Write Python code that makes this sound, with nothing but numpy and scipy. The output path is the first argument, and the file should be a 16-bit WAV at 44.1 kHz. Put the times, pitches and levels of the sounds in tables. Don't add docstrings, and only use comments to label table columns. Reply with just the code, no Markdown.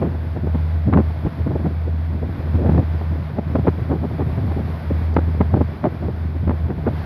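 import sys
import numpy as np
from scipy import signal
from scipy.fft import rfft, irfft
from scipy.io import wavfile
from scipy.ndimage import uniform_filter1d, minimum_filter1d

SR = 44100
rng = np.random.default_rng(int(sys.argv[2]) if len(sys.argv) > 2 else 0)


def digitize_waveform(pressure):
    field = np.atleast_2d(pressure).T
    bounded = np.clip(field, -1, 1)
    quanta = np.round(bounded * 32767).astype(np.int16)
    wavfile.write(sys.argv[1], SR, quanta)


N = 310905
TIME = np.arange(N) / SR

# (time [s], rms level [dB])
EXHAUST_AT_DECK = [(0.0, -26), (0.06, -22.5), (0.33, -22.5), (0.39, -31), (0.45, -19), (1.08, -18),
                   (1.37, -37.5), (1.41, -16), (1.49, -31.5), (1.61, -21), (2.1, -19.5), (2.26, -27.5),
                   (2.77, -16.5), (2.81, -32), (2.85, -19.5), (3.18, -21), (3.34, -36.5), (3.57, -19),
                   (3.61, -25), (4.46, -24.5), (4.51, -18.5), (4.59, -26.5), (4.73, -23), (4.81, -32),
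                   (4.91, -19.5), (5.63, -18.5), (5.77, -34), (5.91, -28), (5.95, -35), (6.07, -19),
                   (6.11, -35), (6.18, -22.5), (6.67, -20.5), (6.71, -26.5), (6.99, -24), (7.05, -29)]
# (frequency [Hz], rms level [dB])
MACHINERY_HUMS = [(150.5, -36.5), (162, -47), (253, -54), (667, -54.5)]
# (frequency [Hz], relative density [dB per Hz])
MACHINERY_SPECTRUM = [(25, -31.5), (60, -5), (110, 3.5), (160, -4.5), (230, -7), (350, -27.5), (800, -46)]
FIRING_HZ = 80.82


def engine(wander_rad=0.18, flutter_db=0.84, flutter_rate=6, machinery_db=-35, hum_waver_db=3,
           hum_wander_rad=0.96):
    exhaust_db = curve(EXHAUST_AT_DECK) + flutter_db * walk(flutter_rate)
    exhaust_phase = 2 * np.pi * FIRING_HZ * TIME + wander_rad * walk(12)
    tones = np.sin(exhaust_phase) * undb(exhaust_db)
    for hz, db in MACHINERY_HUMS:
        hum_phase = 2 * np.pi * hz * TIME + hum_wander_rad * walk(3.8)
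        tones += np.sin(hum_phase) * undb(db + hum_waver_db * walk(1.7))
    machinery = undb(machinery_db) * noise(MACHINERY_SPECTRUM)
    return np.sqrt(2) * tones + machinery


# (time [s], body level [dB], length [s], low thump re body level [dB], rasp re body level [dB])
STRONG_EDDIES = [(0.028, -19, 0.015, -0.5, -10), (0.057, -28, 0.018, 4, -9.5),
                 (0.365, -26.5, 0.012, 1, -16), (0.443, -28, 0.014, 10, -20),
                 (0.475, -23, 0.0083, -6, -12.5), (0.554, -23, 0.012, 3, -12),
                 (0.884, -25.5, 0.02, 12.5, -21), (0.938, -18.5, 0.018, 1.5, -3),
                 (0.962, -13, 0.0088, 2, -15), (0.976, -10.5, 0.0022, 8, 2), (0.994, -17, 0.017, 4, -12.5),
                 (1.266, -22.5, 0.01, -2.5, -11), (1.471, -24.5, 0.013, 6.5, -11),
                 (1.516, -26, 0.017, -3, -11.5), (1.561, -19, 0.0086, -3, -19),
                 (1.66, -24.5, 0.025, 7.5, -11), (1.879, -29, 0.017, -2.5, -27),
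                 (2.229, -26.5, 0.012, 3, -25), (2.601, -28.5, 0.047, 4.5, -15.5),
                 (2.662, -23, 0.033, -2, -12), (2.695, -14.5, 0.0084, 4, -9.5),
                 (2.722, -21, 0.0064, -3, -13), (2.75, -26.5, .02, 10, -9), (2.787, -18, 0.018, 7, -14.5),
                 (3.014, -28.5, 0.0055, -2, -8.5), (3.388, -18.5, .009, -3.5, -12.5),
                 (3.557, -13, 0.0079, -7, -11), (3.589, -26.5, 0.019, 10, -12),
                 (3.652, -23, 0.0092, -10, -25), (3.672, -16, 0.0035, -8, -5.5),
                 (3.683, -14, 0.014, 1.5, -11), (3.822, -33.5, 0.0072, 16.5, -25),
                 (3.917, -19.5, 0.031, -1.5, -14), (4.043, -23, 0.018, 3, -13),
                 (4.196, -22.5, 0.016, -7, -12), (4.218, -25.5, .016, 4.5, -9),
                 (4.515, -26.5, .015, -9, -7), (4.597, -28.5, .025, 1, -16), (4.91, -21, 0.01, 4, -26),
                 (5.167, -7, .005, -5, -5), (5.188, -17, 0.0086, -3, -9.5), (5.41, -11.5, 0.0081, 3, -4.5),
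                 (5.542, -19, .012, 8.5, -7.5), (5.572, -20.5, .019, -0.5, -14),
                 (5.613, -16.5, 0.011, 2, -9), (5.849, -16.5, 0.018, -17, -9),
                 (5.864, -20.5, 0.017, 0.5, -12.5), (6.042, -28, 0.028, -1, -16),
                 (6.086, -26, 0.012, -7, -11.5), (6.478, -24.5, 0.01, 9, -8.5), (6.496, -22, 0.0069, 4, -6),
                 (6.51, -21.5, 0.0056, -10, -2.5), (6.706, -24.5, 0.0064, 5, -9),
                 (6.875, -17.5, 0.019, -6.5, -9)]
# (frequency [Hz], relative density [dB per Hz])
THUMP_SPECTRUM = [(25, -36.5), (50, -18), (90, 0), (150, 1), (230, -5), (330, -22), (600, -46.5)]
BODY_SPECTRUM = [(130, -20.5), (250, 0.5), (350, 1), (500, -3.5), (780, -11.5), (1100, -38.5), (2000, -54)]
RASP_SPECTRUM = [(450, -33), (820, 6), (1200, -3.5), (1900, -13), (2800, -26), (4200, -38), (7000, -69.5)]


def buffets(thump_trim_db=-1.5, body_trim_db=1, thump_stretch=1.78, rasp_stretch=0.84, thump_lag_s=0.00066,
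            whirls_per_s=3000, sharpness_db=5.0):
    whirls = (rng.random(N) < whirls_per_s / SR) * rng.standard_normal(N)
    thump = coloured(whirls, THUMP_SPECTRUM)
    body = coloured(whirls, BODY_SPECTRUM)
    sharpness = rng.standard_normal(N) * undb(sharpness_db * walk(120))
    rasp = coloured(whirls * sharpness, RASP_SPECTRUM)
    out = np.zeros(N)
    for at, db, length, thump_db, rasp_db in STRONG_EDDIES + small_eddies():
        parts = (
            strike(thump, at + thump_lag_s, length * thump_stretch, db + thump_db + thump_trim_db),
            strike(body, at, length, db + body_trim_db),
            strike(rasp, at, length * rasp_stretch, db + rasp_db),
        )
        for near, burst in parts:
            out[near] += burst
    return out


SMALL_PER_S, SMALL_LENGTH_S = 9, 0.014
SMALL_DB, SMALL_SPREAD_DB, SMALL_THUMP_DB, SMALL_RASP_DB = -4, 0.85, 3, -13


def small_eddies():
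    count = int(SMALL_PER_S * N / SR)
    chance = rng.random((count, 4))
    times = (np.arange(count) + chance[:, 0]) / count * TIME[-1]
    size, length, thump = np.sqrt(3) * (2 * chance[:, 1:].T - 1)
    wind_db = np.interp(times, TIME, curve(WIND_AT_MICROPHONE))
    db = wind_db + SMALL_DB + SMALL_SPREAD_DB * size
    lengths = SMALL_LENGTH_S * 2 ** (length / 2)
    thump_db = SMALL_THUMP_DB + SMALL_SPREAD_DB * thump
    return list(zip(times, db, lengths, thump_db, np.full(count, SMALL_RASP_DB)))


# (time [s], rumble level [dB])
WIND_AT_MICROPHONE = [(0.0, -29), (0.68, -39), (1.6, -28), (1.67, -31), (1.97, -39.5), (2.32, -27.5),
                      (2.79, -29.5), (3.02, -30.5), (4.19, -31.5), (4.42, -26), (4.54, -24), (4.72, -32),
                      (5.03, -32), (5.3, -25), (5.56, -33), (6.3, -32), (6.73, -28.5), (7.0, -33.5)]
# (frequency [Hz], relative density [dB per Hz])
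RUMBLE_SPECTRUM = [(20, -40.5), (32, -28.5), (45, -11.5), (65, -2.5), (100, 2.5), (150, -5), (250, -10),
                   (400, -19.5), (700, -31.5), (1400, -42.5), (3000, -61.5)]


def rumble(flutter_db=5.0, flutter_rate=20):
    level_db = curve(WIND_AT_MICROPHONE) + flutter_db * walk(flutter_rate)
    return noise(RUMBLE_SPECTRUM) * undb(level_db)


# (time [s], rush level [dB], foam fizz level [dB])
WASH_ALONG_HULL = [(0.05, -56, -68.5), (0.82, -55, -68), (1.28, -54.5, -67), (1.5, -55.5, -67.5),
                   (1.94, -56.5, -70.5), (2.23, -56.5, -69), (2.4, -54, -66.5), (2.58, -54.5, -67),
                   (2.77, -54, -67), (3.33, -55, -68.5), (4.1, -55, -66.5), (4.62, -53, -64),
                   (4.89, -53.5, -65.5), (6.03, -56, -69.5), (6.84, -56.5, -69), (6.98, -52.5, -65.5)]
# (frequency [Hz], relative density [dB per Hz])
RUSH_SPECTRUM = [(100, -6), (300, -2.5), (520, -1.5), (800, -2.5), (1050, -3), (1300, -8), (1900, -9),
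                 (2350, -12.5), (2800, -19.5), (4000, -22), (4900, -24), (6000, -36.5), (7500, -46.5),
                 (10000, -63)]
FIZZ_SPECTRUM = [(7000, -29), (8700, -12), (10300, -2.5), (11700, 2), (13300, -5), (15500, -14)]
# (frequency [Hz], width [Hz], lift [dB])
RUSH_RESONANCES = [(656, 110, 4.5), (1506, 120, 3.5), (3410, 430, 3)]


def wash(rush_db=-40.0, surge=1.1, churn_db=0.64, froth_db=0.7, sparkle_db=0.5):
    rush_curve = curve(WASH_ALONG_HULL)
    surge_db = rush_curve - np.median(rush_curve)
    churn = walk(5.2)
    rush_level_db = rush_db + surge * surge_db + churn_db * churn
    rush = noise(RUSH_SPECTRUM, RUSH_RESONANCES) * undb(rush_level_db)
    fizz_level_db = curve(WASH_ALONG_HULL, axis=2) + froth_db * churn + sparkle_db * walk(60)
    fizz = noise(FIZZ_SPECTRUM) * undb(fizz_level_db)
    return rush + fizz


# (time [s], level [dB], length [s], centre frequency [Hz])
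FAINT_TICKS = [(1.211, -65, .014, 15000), (5.143, -50, 0.004, 4500)]


def ticks(skirt_db=-28):
    out = np.zeros(N)
    for at, db, length, hz in FAINT_TICKS:
        grain = noise([(hz / 2, skirt_db), (hz, 0), (hz * 2, skirt_db)])
        near, burst = strike(grain, at, length, db)
        out[near] += burst
    return out


def strike(turbulence, at, length, db, front=0.6, tail=0.45):
    t = (TIME - at) / max(length, .004)
    near = np.flatnonzero((t > -2) & (t < 5))
    t = t[near]
    swell = np.where(t < 0, np.exp(-(t / front) ** 2), 1 / np.cosh(t / tail))
    burst = turbulence[near] * swell
    to_unit_level = np.sqrt(np.sum(swell ** 2) / np.sum(burst ** 2))
    return near, burst * undb(db) * to_unit_level


def noise(colour, peaks=()):
    return coloured(rng.standard_normal(N), colour, peaks)


def coloured(drive, colour, peaks=()):
    hz = np.maximum(np.arange(N // 2 + 1) * SR / N, 1)
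    points = np.array(colour)
    db = np.interp(np.log(hz), np.log(points[:, 0]), points[:, 1])
    octaves_outside = np.abs(np.log2(hz / np.clip(hz, points[0, 0], points[-1, 0])))
    db -= 20 * octaves_outside
    for centre, width, lift_db in peaks:
        db += lift_db / (1 + (2 * (hz - centre) / width) ** 2)
    y = irfft(rfft(drive) * undb(db), N)
    return y / y.std()


def walk(rate):
    hz = np.arange(N // 2 + 1) * SR / N
    y = irfft(rfft(rng.standard_normal(N)) * np.exp(-.5 * (hz / rate) ** 2), N)
    return y / y.std()


def curve(table, axis=1):
    rows = np.array(table)
    return np.interp(TIME, rows[:, 0], rows[:, axis])


def undb(db):
    return 10 ** (np.asarray(db) / 20)


def scene():
    return (engine() + buffets() + rumble() + wash() + ticks())[None]


def record(dry, low_cut_hz=36, ceiling=.7, top_hz=15650):
    low_cut = signal.butter(2, low_cut_hz, "highpass", fs=SR, output="sos")
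    heard = signal.sosfiltfilt(low_cut, dry)
    allowed = ceiling / np.maximum(np.abs(heard), ceiling)
    gain = uniform_filter1d(minimum_filter1d(allowed, size=150), size=150)
    top_cut = signal.ellip(8, .2, 70, top_hz, fs=SR, output="sos")
    return signal.sosfilt(top_cut, heard * gain)


dry = scene()
out = record(dry)
digitize_waveform(out)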